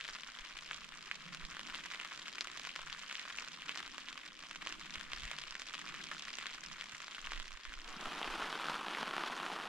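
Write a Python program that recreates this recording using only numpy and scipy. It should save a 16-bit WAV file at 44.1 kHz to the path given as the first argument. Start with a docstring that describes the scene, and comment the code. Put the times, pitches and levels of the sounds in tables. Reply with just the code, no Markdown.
"""Inside a tent in the rain, in two scenes. Fine drops tick on the taut fly all around; near eight seconds
this light-rain scene fades out while a heavier, duller, nearly mono rain scene fades in.
Each drop is a sharp push on the cloth with a brief shiver and echoes; crowds of drops and filtered
noise make the rain. The fabric drums softly (noise with moving resonances), a slack panel
flaps now and then (short low swings), and wind buffets the microphones (low noise in gusts)."""
import sys
import numpy as np
from scipy import signal
from scipy.fft import rfft, irfft, next_fast_len
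from scipy.io import wavfile
from scipy.ndimage import uniform_filter1d

SR = 44100
rng = np.random.default_rng(int(sys.argv[2]) if len(sys.argv) > 2 else 0)


def int16_out(signal):
    """Quantize to a 16-bit WAV file."""
    q = np.round(np.clip(np.atleast_2d(signal).T, -1, 1) * 32767)
    wavfile.write(sys.argv[1], SR, q.astype(np.int16))


N = 426888
TIME = np.arange(N) / SR  # seconds
DROP_SIZE = 4096  # samples in one drop
EDGE_HZ = 15200  # top of the band that is heard
DROPLET_FLIGHT_S = .02  # longest flight of the droplets that a big drop throws up
BREEZE_DB = -70.5  # the breeze between gusts, on the same scale as the gusts
# the light-rain scene (rain and drumming) holds this gain, then fades out ever faster
SHOWER_GAIN_DB, SHOWER_ENDS_S, SHOWER_SINK_DB_PER_S2 = 5, 8.05, 32

# Levels in these tables are relative: the functions that use them may add a gain.
# strength of the light rain as it comes in waves: (time [s], level [dB])
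LIGHT_RAIN_LEVEL = [(0, -51), (.1, -50), (.25, -53.5), (.6, -53), (.8, -54), (1.1, -54.5), (1.45, -54),
                    (1.78, -50.5), (2.1, -52), (2.55, -52), (2.75, -52.5), (3.45, -50.5), (3.6, -54.5),
                    (3.76, -49), (3.9, -54.5), (4.26, -53), (4.31, -57.5), (4.37, -59.5), (4.385, -53.5),
                    (4.5, -56.5), (4.7, -51), (4.85, -53), (4.96, -49.5), (5.08, -56), (5.14, -51),
                    (5.36, -50.5), (5.55, -55), (5.8, -52), (6.4, -50.5), (6.9, -53.5), (7.35, -51.5),
                    (7.6, -56.5), (7.8, -54.5)]
# the biggest drops in the light rain: (time [s], level of the first 3 ms [dB], pitch of the splat [Hz],
# prominence of that pitch [dB], its width [octaves], left minus right near 2500 Hz [dB])
BIG_LIGHT_DROPS = [(0.0098, -38, 3400, 13, 0.92, 0.5), (0.0881, -38.5, 1780.0, 7, 0.38, -2),
                   (0.2348, -41.5, 3200.0, 8, 0.32, 3), (0.5707, -43, 2900.0, 2, 0.93, 1),
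                   (0.7115, -33.5, 1700, 13, 0.97, 0), (0.7323, -40, 3200.0, 9, 0.25, -1),
                   (0.7448, -43.5, 4440, 22, 0.65, 0), (1.1131, -31, 2180, 11, 0.5, -3.5),
                   (1.3473, -39.5, 7040, 4, 0.25, 2.5), (1.3716, -45, 3040.0, 10, 0.25, -4),
                   (1.451, -40.5, 4730.0, 11, 0.65, -0.5), (1.568, -40, 1390.0, 9, 0.54, -1),
                   (1.594, -38, 2900.0, 1, 0.25, 2), (1.633, -48, 4500.0, 5.5, 0.25, -3),
                   (1.6735, -43, 4470, 4, 0.71, 0), (1.699, -41, 2060.0, 9, 0.5, 1),
                   (1.7467, -37, 3530.0, 10, 0.5, 3), (1.7538, -40, 2900.0, 6, 0.25, -5),
                   (1.8623, -46, 2900.0, 7, 1, 3), (1.9029, -44, 3360.0, 3, 0.72, 1),
                   (1.9138, -41.0, 1380, 21, 0.85, -2), (1.9365, -42.5, 1960.0, 13, 0.28, -1),
                   (1.9468, -39, 1610.0, 7, 0.74, -2), (1.9992, -36.5, 2610, 11, 0.25, -1),
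                   (2.0133, -42, 2500.0, 5, 0.85, 1), (2.049, -40.5, 1040.0, 5, 0.4, 0),
                   (2.1203, -41, 1190, 15, 0.79, -1), (2.269, -50, 2500.0, 9, 0.85, -4),
                   (2.282, -39, 2900.0, 4, 0.5, -1), (2.3828, -37, 2380.0, 7, 0.25, 0),
                   (2.409, -31, 5260, 14, 0.43, 2), (2.4721, -38.5, 2270.0, 3, 0.31, -2),
                   (2.5744, -41.5, 3700.0, 3, 0.25, -1), (2.5972, -40, 5800, 2, 0.25, -2),
                   (2.6506, -38.5, 2270.0, 4, 0.5, 0), (2.672, -39, 940.0, 5, 0.28, -1),
                   (2.6926, -39.0, 2720, 17, 0.39, 2), (2.761, -35.5, 5480.0, 3, 0.25, 0),
                   (2.7917, -41.5, 1040.0, 10, 0.83, 2), (2.8986, -41.0, 2510, 13, 0.65, -1),
                   (2.9279, -40.0, 3360.0, 12, 0.85, 11), (3.0972, -40.5, 2630.0, 11, 0.99, 0),
                   (3.1122, -39, 3040.0, 13, 0.94, 2), (3.1268, -39.5, 6350.0, 6, 0.83, -1),
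                   (3.1537, -36, 3930, 18, 1, -1), (3.1953, -37.5, 3680, 12, 0.65, -3),
                   (3.2526, -44, 1080, 11, 0.85, -1), (3.2779, -43, 1320.0, 16, 0.81, 0),
                   (3.299, -45, 890.0, 13, 0.98, -4), (3.3114, -48, 1390.0, 8, 0.5, -2),
                   (3.3858, -34.0, 2600, 10, 0.25, 3), (3.6205, -41.0, 3020, 7, 0.25, -1),
                   (3.6857, -42.0, 3530.0, 15, 0.5, 2), (3.6934, -32, 2530, 9, 0.25, -4),
                   (3.715, -47, 4080.0, 16, 0.85, -4), (3.7588, -40, 1390.0, 6, 0.85, -2),
                   (3.7744, -37.5, 5170, 8, 0.39, -2), (3.8036, -41, 1320.0, 11, 0.65, 2),
                   (3.8778, -44, 4290.0, 0, 0.25, -2), (3.9814, -38, 1330, 4, 0.22, -2.5),
                   (4.0855, -39, 3360.0, 13, 0.94, -1), (4.1288, -42.5, 3890.0, 3, 1, 2),
                   (4.4368, -45, 810.0, 5, 0.65, 1), (4.5115, -39.5, 3200.0, 3, 0.22, -1),
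                   (4.5589, -41, 6350.0, 2, 0.5, -1), (4.6254, -42.0, 890.0, 9, 0.72, -2),
                   (4.6637, -41, 760, 12, 0.65, -2), (4.6718, -33.5, 3200.0, 3, 0.85, -1),
                   (4.725, -40.5, 2370, 4, 0.25, -3), (4.9566, -37.5, 2500.0, 6, 0.2, -2),
                   (5.011, -39, 1530.0, 4, 0.5, 13), (5.1192, -42, 2900.0, 10, 0.85, -1),
                   (5.1335, -34, 4080.0, 5, 0.99, -2), (5.2341, -40.5, 5220.0, 3, 0.25, -3),
                   (5.2533, -46, 7000.0, 8, 0.5, 2), (5.3142, -36.0, 850.0, 1, 0.65, -3),
                   (5.3864, -37.5, 4730.0, 7, 0.75, -2), (5.4375, -41, 2630.0, 7, 0.25, 6),
                   (5.5086, -41, 4970.0, 13, 0.36, -1), (5.553, -37, 2060.0, 6, 0.27, -1),
                   (5.597, -42.5, 6040.0, 8, 0.25, -2), (5.6194, -38.5, 4970.0, 5, 1, -3),
                   (5.687, -44, 4060, 9, 0.33, -3), (5.7385, -41.5, 4080.0, 7, 0.25, 0),
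                   (5.7432, -38, 3040.0, 4, 0.35, 2), (5.7521, -39, 4290.0, 1, 0.65, -1),
                   (5.7797, -41.5, 3040.0, 7, 0.25, 0), (5.8639, -43, 990.0, 8, 1, -4),
                   (5.8811, -45, 2270.0, 11, 0.25, 2), (5.9423, -41, 1780.0, 6, 0.35, 0),
                   (6.0074, -44.5, 1610.0, 12, 0.43, 2), (6.0404, -40.5, 4260, 14, 0.98, -5),
                   (6.1156, -36.5, 1530.0, 8, 0.45, 0), (6.2226, -42, 4730.0, 15, 0.65, -4),
                   (6.2826, -39, 1960.0, 7, 0.25, -4), (6.3385, -40.0, 2900.0, 16, 1, 0),
                   (6.3855, -36.5, 2900.0, 4, 0.21, -3), (6.4265, -42, 3890.0, 7, 0.25, 1),
                   (6.4574, -38, 1380, 10, 0.98, 5), (6.4678, -37, 4000, 9, 0.4, -2),
                   (6.811, -36.5, 4290.0, 7, 0.97, 3), (6.8212, -41.5, 1690.0, 11, 0.65, -7),
                   (6.9225, -45, 1960.0, 2, 0.25, 0), (7.081, -42.5, 1040.0, 13, 1, 0),
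                   (7.1477, -40, 3000, 8, 0.25, 0), (7.272, -38, 1260.0, 10, 0.85, -2),
                   (7.3195, -36, 940.0, 6, 0.45, -2), (7.3336, -37.5, 1530.0, 8, 1, 0),
                   (7.3758, -42, 1860.0, 10, 0.93, -1), (7.3996, -38.5, 3700.0, 2, 0.25, -2.5),
                   (7.6523, -40, 2080, 7, 0.69, 1), (7.7382, -42.5, 2900.0, 7, 0.23, -3)]
# colour of the fly under fine drops: (frequency [Hz], level [dB])
FINE_DROP_COLOUR = [(60, -41), (200, -14), (420, -12), (600, -8.5), (880, -8.5), (1050, -1), (2000, 0.5),
                    (3200, -0.14), (4500, -6.5), (7400, -12.5), (8500, -19), (12300, -28.5), (14500, -54)]
# balance of the two microphones in the light rain: (frequency [Hz], left minus right [dB])
MICROPHONE_BALANCE = [(300, -5), (1200, -0.6), (2500, 0.9), (4100, 1.5), (6000, -3), (7600, -7),
                      (8700, -1.5), (14000, -2)]
# strength of the heavy rain as its scene fades in and the rain surges: (time [s], level [dB])
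HEAVY_RAIN_LEVEL = [(7.78, -72), (7.88, -54), (7.97, -52), (8.06, -46), (8.17, -46), (8.24, -45),
                    (8.42, -42.5), (8.55, -44.5), (8.7, -41.5), (8.83, -46.5), (8.96, -43), (9.14, -45.5),
                    (9.24, -43.5), (9.35, -44.5), (9.48, -44), (9.68, -46.5)]
# the biggest drops in the heavy rain: (time [s], level of the first 3 ms [dB], pitch of the splat [Hz],
# prominence of that pitch [dB])
BIG_HEAVY_DROPS = [(8.0564, -37, 1090.0, 4), (8.1505, -43, 810.0, 11), (8.215, -34.5, 710, 8),
                   (8.2293, -35.5, 3380, 13), (8.2446, -36, 2630.0, 6), (8.2763, -37.5, 700.0, 2),
                   (8.3213, -42, 990.0, 9), (8.343, -43, 990.0, 6), (8.423, -33, 1320.0, 16),
                   (8.4424, -40, 1460.0, 6), (8.4885, -44, 2500.0, 4), (8.5273, -34.5, 3530.0, 4),
                   (8.5536, -36, 1180, 10), (8.5972, -37, 1200.0, 13), (8.6338, -37.5, 1390.0, 8),
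                   (8.6577, -46, 2160.0, 13), (8.6845, -36.0, 1460.0, 12), (8.6967, -38, 700.0, 7),
                   (8.72, -41.0, 810.0, 15), (8.7593, -37, 1320.0, 14), (8.7957, -41.5, 1320.0, 8),
                   (8.8119, -40, 850.0, 13), (8.8678, -44, 700.0, 7), (8.883, -35.5, 3700.0, 7),
                   (8.9486, -35, 2150, 12), (8.9716, -37.5, 1960.0, 10), (8.9853, -36, 1040.0, 6),
                   (9.0116, -37, 3390, 6), (9.0295, -33, 700.0, 8), (9.0787, -35, 1040.0, 4),
                   (9.1101, -36.5, 990.0, -1), (9.1375, -37, 700.0, 2), (9.1657, -33.5, 700.0, 4),
                   (9.1806, -31.5, 940.0, 1), (9.1942, -38, 1140.0, 3), (9.209, -41, 850.0, -6),
                   (9.2365, -31, 1080, 8), (9.2628, -39.5, 5220.0, 9), (9.299, -38, 740.0, 13),
                   (9.4007, -38.5, 3200.0, 8), (9.4312, -40.5, 1460.0, 9), (9.4635, -33.5, 1390.0, 7),
                   (9.5007, -37, 820, 13), (9.5169, -39, 740.0, 2), (9.5627, -37, 704, 10),
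                   (9.588, -40, 815, 13), (9.5995, -40, 1690.0, 3), (9.655, -43, 3040.0, 3)]
# colour of the fly under heavy drops: (frequency [Hz], level [dB])
HEAVY_DROP_COLOUR = [(30, -21), (100, -33.5), (160, -10.5), (330, -6), (520, -12), (800, -6), (1100, -2.7),
                     (1350, -3), (2200, -10.5), (3100, -9), (5000, -17.5), (8000, -25), (10000, -26),
                     (14500, -41)]
# drumming of the fabric: (time [s], lower resonances [dB], upper resonances [dB])
DRUMMING_LEVEL = [(0.0, -78, -81), (0.04, -72, -73), (0.46, -80, -80), (0.63, -71.5, -73.5),
                  (1.87, -64, -70), (1.93, -74.5, -71.5), (2.52, -74, -69.5), (2.78, -69, -74),
                  (3.13, -71, -76), (3.67, -70, -70), (4.17, -73.5, -71.5), (5.24, -62.5, -70),
                  (5.65, -72, -76), (5.84, -69, -67), (5.89, -62, -69.5), (6.6, -73, -75),
                  (6.69, -61.5, -75), (6.78, -71.5, -77), (7.49, -72, -74.5), (7.67, -86, -80),
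                  (7.71, -73, -68), (7.8, -75, -74)]
# colour of the drumming: (frequency [Hz], level [dB])
DRUMMING_COLOUR = [(30, -6), (65, -10), (100, -20.5), (122, -17.5), (150, -0.5), (190, -3.5), (240, -3.5),
                   (320, -3.5), (430, -12), (800, -22.5), (3000, -73)]
# soft flaps of the slack fly: (time of the middle [s], peak [dB], pitch [Hz], half length [s])
SLACK_FLAPS = [(1.532, -62, 80, 0.012), (4.978, -52, 60, 0.0075), (5.251, -45, 46.3, 0.019),
               (5.245, -54, 105, 0.009), (6.94, -57, 120, 0.0044), (7.97, -46.5, 207, 0.0048)]
# gusts at the microphones: (time of the height [s], level [dB], half length [s])
WIND_GUSTS = [(.115, -61, 0.023), (0.283, -59, 0.03), (0.417, -49, 0.018), (.565, -54, 0.028),
              (.97, -62, 0.049), (1.439, -45, 0.031), (1.516, -60, 0.034), (1.728, -54, 0.036),
              (2.82, -50, 0.023), (2.905, -53, .03), (3.897, -53, 0.024), (4.85, -60.5, .22),
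              (5.246, -54, 0.059), (5.52, -62.5, 0.18), (6.6, -67, .23), (7.275, -48, 0.058),
              (7.38, -43.5, 0.045), (7.512, -49, 0.069), (7.683, -44, 0.026), (7.762, -46, 0.05),
              (7.903, -48, 0.064), (8.078, -49, 0.08), (8.293, -44.5, 0.041), (8.363, -51, 0.03),
              (8.445, -50, 0.027)]
# colour of the wind: (frequency [Hz], level [dB])
BUFFET_COLOUR = [(8, 8), (22, 12), (48, -4), (66, -18), (100, -26), (250, -57), (1500, -90)]


def light_rain(low_hz=950, high_hz=7000, pan_spread_db=3, ticks_db=-3.5, hiss_db=-10.5, near_db=-0.36, droplet_db=-16):
    """Ticks from all over the fly above the hiss of rain farther off; big drops throw up droplets."""
    kinds = []
    for hz in np.geomspace(low_hz, high_hz, 160):
        pan_db = pan_spread_db * rng.standard_normal()
        focus, far = rng.random(2)
        kinds.append(unit(fine_drop(hz, pan_db, focus, far)))
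    ticks = patter(kinds, per_s=370, spread_db=6.0, largest=1.0, window_s=0.1, spray_share=.2, spray_s=.009)
    hiss = from_db(hiss_db) * noise(FINE_DROP_COLOUR, alike=0.62, alike_hz=3630)
    strength = flurries(depth_db=0.41, rate_hz=3.2) * level(LIGHT_RAIN_LEVEL) * shower_fade()
    out = (from_db(ticks_db) * ticks + hiss) * strength
    for s, db, hz, splat_db, octaves, pan_db in BIG_LIGHT_DROPS:
        add(out, round(s * SR), from_db(db + near_db) * big_drop(db, hz, splat_db, octaves, pan_db))
        # two droplets land just after
        for flight, focus, far in rng.random((2, 3)):
            start = round((s + DROPLET_FLIGHT_S * flight) * SR)
            add(out, start, from_db(db + droplet_db) * fine_drop(hz, pan_db, focus, far))
    return balanced(out)


def fine_drop(hz, pan_db, focus, far):
    """A dry tick close by, with more ring and stronger echoes farther off; nearly a note if focused (both 0-1)."""
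    lag_ms = .048 - .006 * pan_db
    return splat(FINE_DROP_COLOUR, hz, pan_db, lag_ms, splat_db=7.0 + 7.9 * focus, octaves=0.58 - 0.31 * focus,
                 slow_hz=7000, swing=0.71, ring_db=-8 + 5.0 * far, ring_t60=0.0068 + 0.0022 * far,
                 tent_db=-10 + 5.0 * far, tent_t60=0.054, alike_hz=3440)


def big_drop(db, hz, splat_db, octaves, pan_db, soft_from_db=-41, dull_per_db=.75, soft_above_hz=1800):
    """A compact plop close by; the bigger it is, the less it sounds well above its own pitch."""
    lag_ms = .052 - .004 * pan_db
    dull_db = dull_per_db * max(db - soft_from_db, 0)
    colour = softened(FINE_DROP_COLOUR, dull_db, soft_above_hz + 0.96 * hz)
    return splat(colour, hz, pan_db, lag_ms, splat_db, octaves, slow_hz=6000, swing=0.5,
                 ring_db=-11.5, ring_t60=.008, tent_db=-8.5, tent_t60=.07, alike_hz=3450)


def flurries(depth_db, rate_hz):
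    """Rain falls in uneven flurries: a gain that wanders at random, about rate_hz times a second."""
    size = next_fast_len(N)
    relative_rate = np.fft.rfftfreq(size, 1 / SR) / rate_hz
    band = relative_rate * np.exp(-relative_rate ** 2 / 2)
    wander = irfft(rfft(rng.standard_normal(size)) * band, size)[:N]
    return from_db(depth_db * unit(np.tanh(unit(wander) / 2)))


def shower_fade():
    """Gain of the light-rain scene: steady, then fading out while the heavy-rain scene fades in."""
    late_s = np.maximum(TIME - SHOWER_ENDS_S, 0)
    return from_db(SHOWER_GAIN_DB - SHOWER_SINK_DB_PER_S2 * late_s ** 2)


def balanced(x):
    """The two microphones differ by frequency: the right hears more of the top treble."""
    size = next_fast_len(N)
    db = colour_at(MICROPHONE_BALANCE, np.fft.rfftfreq(size, 1 / SR))
    return irfft(rfft(x, size) * from_db([db / 2, -db / 2]), size)[:, :N]


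def heavy_rain(low_hz=400, high_hz=7500, pats_db=0, wash_db=-9, near_db=-1.0):
    """Crowded pats, each kind of its own colour, over a low wash, the biggest standing out; nearly mono."""
    kinds = []
    for hz in np.geomspace(low_hz, high_hz, 80):
        splat_db = 5.0 + 6.5 * rng.random()
        kinds.append(heavy_drop(hz, splat_db, tent_db=-3.0, dull_db=6))
    pats = patter(kinds, per_s=500, spread_db=3.0, largest=0.88, window_s=0.091, spray_share=0.05, spray_s=0.0057)
    wash = from_db(wash_db) * noise(HEAVY_DROP_COLOUR, alike=1.0, alike_hz=19800)
    out = (from_db(pats_db) * pats + wash) * level(HEAVY_RAIN_LEVEL)
    for s, db, hz, splat_db in BIG_HEAVY_DROPS:
        add(out, round(s * SR), from_db(db + near_db) * heavy_drop(hz, splat_db, tent_db=-8.5, dull_db=10))
    has_begun = TIME > HEAVY_RAIN_LEVEL[0][0]
    return out * has_begun


def heavy_drop(hz, splat_db, tent_db, dull_db):
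    """A fat drop overhead: a round, dull pat that swings more of the cloth."""
    colour = softened(HEAVY_DROP_COLOUR, dull_db, above_hz=4500)
    return splat(colour, hz, 0, 0, splat_db, octaves=0.37, slow_hz=3500, swing=0.99,
                 ring_db=-16.5, ring_t60=.009, tent_db=tent_db, tent_t60=.09, alike_hz=22600)


def patter(kinds, per_s, spread_db, largest, window_s, spray_share, spray_s):
    """Drops of log-normal size at random moments, some as spray; the energy per window is evened out."""
    count = int(per_s * N / SR)
    when, radius, angle, kind, chance, flight = rng.random((count, 6)).T
    # two even draws make one bell-curve draw
    normal = np.sqrt(-2 * np.log(1 - radius)) * np.cos(2 * np.pi * angle)
    sizes = from_db(spread_db * np.minimum(normal, largest))
    # spray lands a moment after the largest drop of its group of eight
    group = np.arange(count) // 8
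    largest_first = np.lexsort((-normal, group))
    parent = largest_first[np.searchsorted(group, group)]
    is_spray = (chance < spray_share) & (parent != np.arange(count))
    spray_starts = when[parent] * N - np.log(1 - flight) * spray_s * SR
    starts = np.where(is_spray, spray_starts, when * N).astype(int) % N
    energy = uniform_filter1d(np.bincount(starts, sizes ** 2, N), int(window_s * SR))
    sizes = sizes / np.sqrt(energy[starts] + 1e-12)
    out = np.zeros((2, N))
    for start, size, k in zip(starts, sizes, (kind * len(kinds)).astype(int)):
        add(out, start, size * kinds[k])
    return unit(out)


def splat(colour, hz, pan_db, lag_ms, splat_db, octaves, slow_hz, swing, ring_db, ring_t60, tent_db, tent_t60, alike_hz):
    """One drop, rms 1 over its first 3 ms: a push on the fly, a shiver of the cloth, echoes between the walls."""
    t, f = np.arange(DROP_SIZE) / SR, np.fft.rfftfreq(DROP_SIZE, 1 / SR)
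    # the contact time of the drop favours one broad band
    octaves_away = np.log2((f + 1) / hz)
    db = colour_at(colour, f) + splat_db * np.exp(-.5 * (octaves_away / octaves) ** 2)
    # causal (minimum phase): nothing sounds before the impact
    log_gain = np.log(from_db(np.concatenate([db, db[-2:0:-1]])))
    push = np.exp(np.conj(signal.hilbert(log_gain)))[:len(f)]
    # long waves cross the cloth a little slower
    push = push * (slow_hz - 1j * f) / (slow_hz + 1j * f)
    # the dent swings back and forth at the pitch of the splat
    spring = hz ** 2 - f ** 2 + 1j * f * hz / swing
    push = push * np.conj(spring) / spring
    # shiver and echoes are noise that fades by 60 dB in t60 seconds
    ring = unit(rng.standard_normal((2, DROP_SIZE)) * np.exp(-np.log(1000) * t / ring_t60))
    echoes = unit(rng.standard_normal((2, DROP_SIZE)) * np.exp(-np.log(1000) * t / tent_t60))
    left, other = rfft(from_db(ring_db) * ring + from_db(tent_db) * echoes) / np.sqrt(DROP_SIZE)
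    # long waves reach both microphones alike
    same = 1 / (1 + (f / alike_hz) ** 2)
    right = same * left + np.sqrt(1 - same ** 2) * other
    pair = push * (1 + np.array([left, right]))
    # the place of the drop sets delay and balance; mostly the treble is shaded
    sides = np.array([[.5], [-.5]])
    delay_s = (.15 + sides * lag_ms) / 1000
    shade = from_db(sides * pan_db * 2 * f / (f + 2500))
    # short waves arrive out of step
    scatter = 1.36 * rng.standard_normal() * np.tanh((f / (1.78 * alike_hz)) ** 3)
    phase = sides * scatter - 2 * np.pi * f * delay_s
    wave = irfft(pair * shade * np.exp(1j * phase), DROP_SIZE)
    return wave / np.sqrt(np.mean(wave[:, t < .003] ** 2))


def softened(colour, dull_db, above_hz):
    """A drop that lands softly loses up to dull_db of treble, half of it at above_hz."""
    return [(f, db - dull_db / (1 + (above_hz / f) ** 4)) for f, db in colour]


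def drumming(drum_db=0.0, balance_db=-2.5, patchy_db=3.0, low_hz=185, high_hz=265):
    """The tent panels murmur under the light rain, lower and upper resonances swelling separately."""
    murmur = noise(DRUMMING_COLOUR, alike=.2, alike_hz=900)
    hz, t, spectrum = signal.stft(murmur, SR, nperseg=2048)
    # random swells, smoothed over frequency and then over time
    swells = uniform_filter1d(rng.standard_normal(spectrum.shape[1:]), size=4, axis=0)
    swells = unit(uniform_filter1d(swells, size=9, axis=1))
    s, lower, upper = np.transpose(DRUMMING_LEVEL)
    upper_share = np.interp(hz, [low_hz, high_hz], [0, 1])[:, None]
    db = (1 - upper_share) * np.interp(t, s, lower) + upper_share * np.interp(t, s, upper) + patchy_db * swells
    sides = from_db([[balance_db / 2], [-balance_db / 2]])
    drummed = signal.istft(spectrum * from_db(db))[1][:, :N]
    return from_db(drum_db) * sides * drummed * shower_fade()


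def flaps():
    """A slack panel swings briefly: a dull, low push."""
    out = np.zeros(N)
    for s, db, hz, half_s in SLACK_FLAPS:
        swell = np.exp(-((TIME - s) / half_s) ** 2)
        out += from_db(db) * swell * np.cos(2 * np.pi * hz * (TIME - s))
    return out


def wind(wind_db=-2, balance_db=-2.5):
    """Soft, lumpy buffets of air, a little stronger on the right; each gust swells and dies over the breeze."""
    sides = from_db([[balance_db / 2], [-balance_db / 2]])
    power = from_db(BREEZE_DB) ** 2
    for s, db, half_s in WIND_GUSTS:
        power = power + from_db(db) ** 2 * np.exp(-2 * ((TIME - s) / half_s) ** 2)
    return from_db(wind_db) * sides * noise(BUFFET_COLOUR, alike=0.96, alike_hz=42) * np.sqrt(power)


def noise(colour, alike, alike_hz):
    """Coloured stereo noise whose sides grow less alike above alike_hz (alike 0-1)."""
    size = next_fast_len(N)
    hz = np.fft.rfftfreq(size, 1 / SR)
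    left, other = rfft(rng.standard_normal((2, size)))
    same = np.clip(alike, 0, 1) / (1 + (hz / alike_hz) ** 2)
    right = same * left + np.sqrt(1 - same ** 2) * other
    pair = np.array([left, right])
    return unit(irfft(pair * from_db(colour_at(colour, hz)), size)[:, :N])


def from_db(db):
    """Decibels to gain."""
    return 10 ** (np.asarray(db) / 20)


def unit(x):
    """Scales to an rms of one."""
    return x / np.sqrt(np.mean(x ** 2) + 1e-30)


def level(curve):
    """A curve of (time [s], level [dB]) as a gain for every sample."""
    return from_db(np.interp(TIME, *np.transpose(curve)))


def colour_at(points, hz):
    """Reads a spectrum in dB on a log-frequency axis."""
    f, db = np.transpose(points)
    return np.interp(np.log(hz + 1), np.log(f + 1), db)


def add(mix, start, sound):
    """Mixes a stereo sound in at a sample index, cut off at the end of the mix."""
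    part = mix[:, start:start + sound.shape[1]]
    part += sound[:, :part.shape[1]]


def scene():
    """Everything heard inside the tent, both rain scenes included."""
    return light_rain() + heavy_rain() + drumming() + flaps() + wind()


def record(dry):
    """The recorder's band limit: a steep low-pass at EDGE_HZ."""
    low_pass = signal.firwin(511, EDGE_HZ, window=("kaiser", 9), fs=SR)
    return signal.oaconvolve(dry, low_pass[None], "same", axes=1)


dry = scene()
out = record(dry)
int16_out(out)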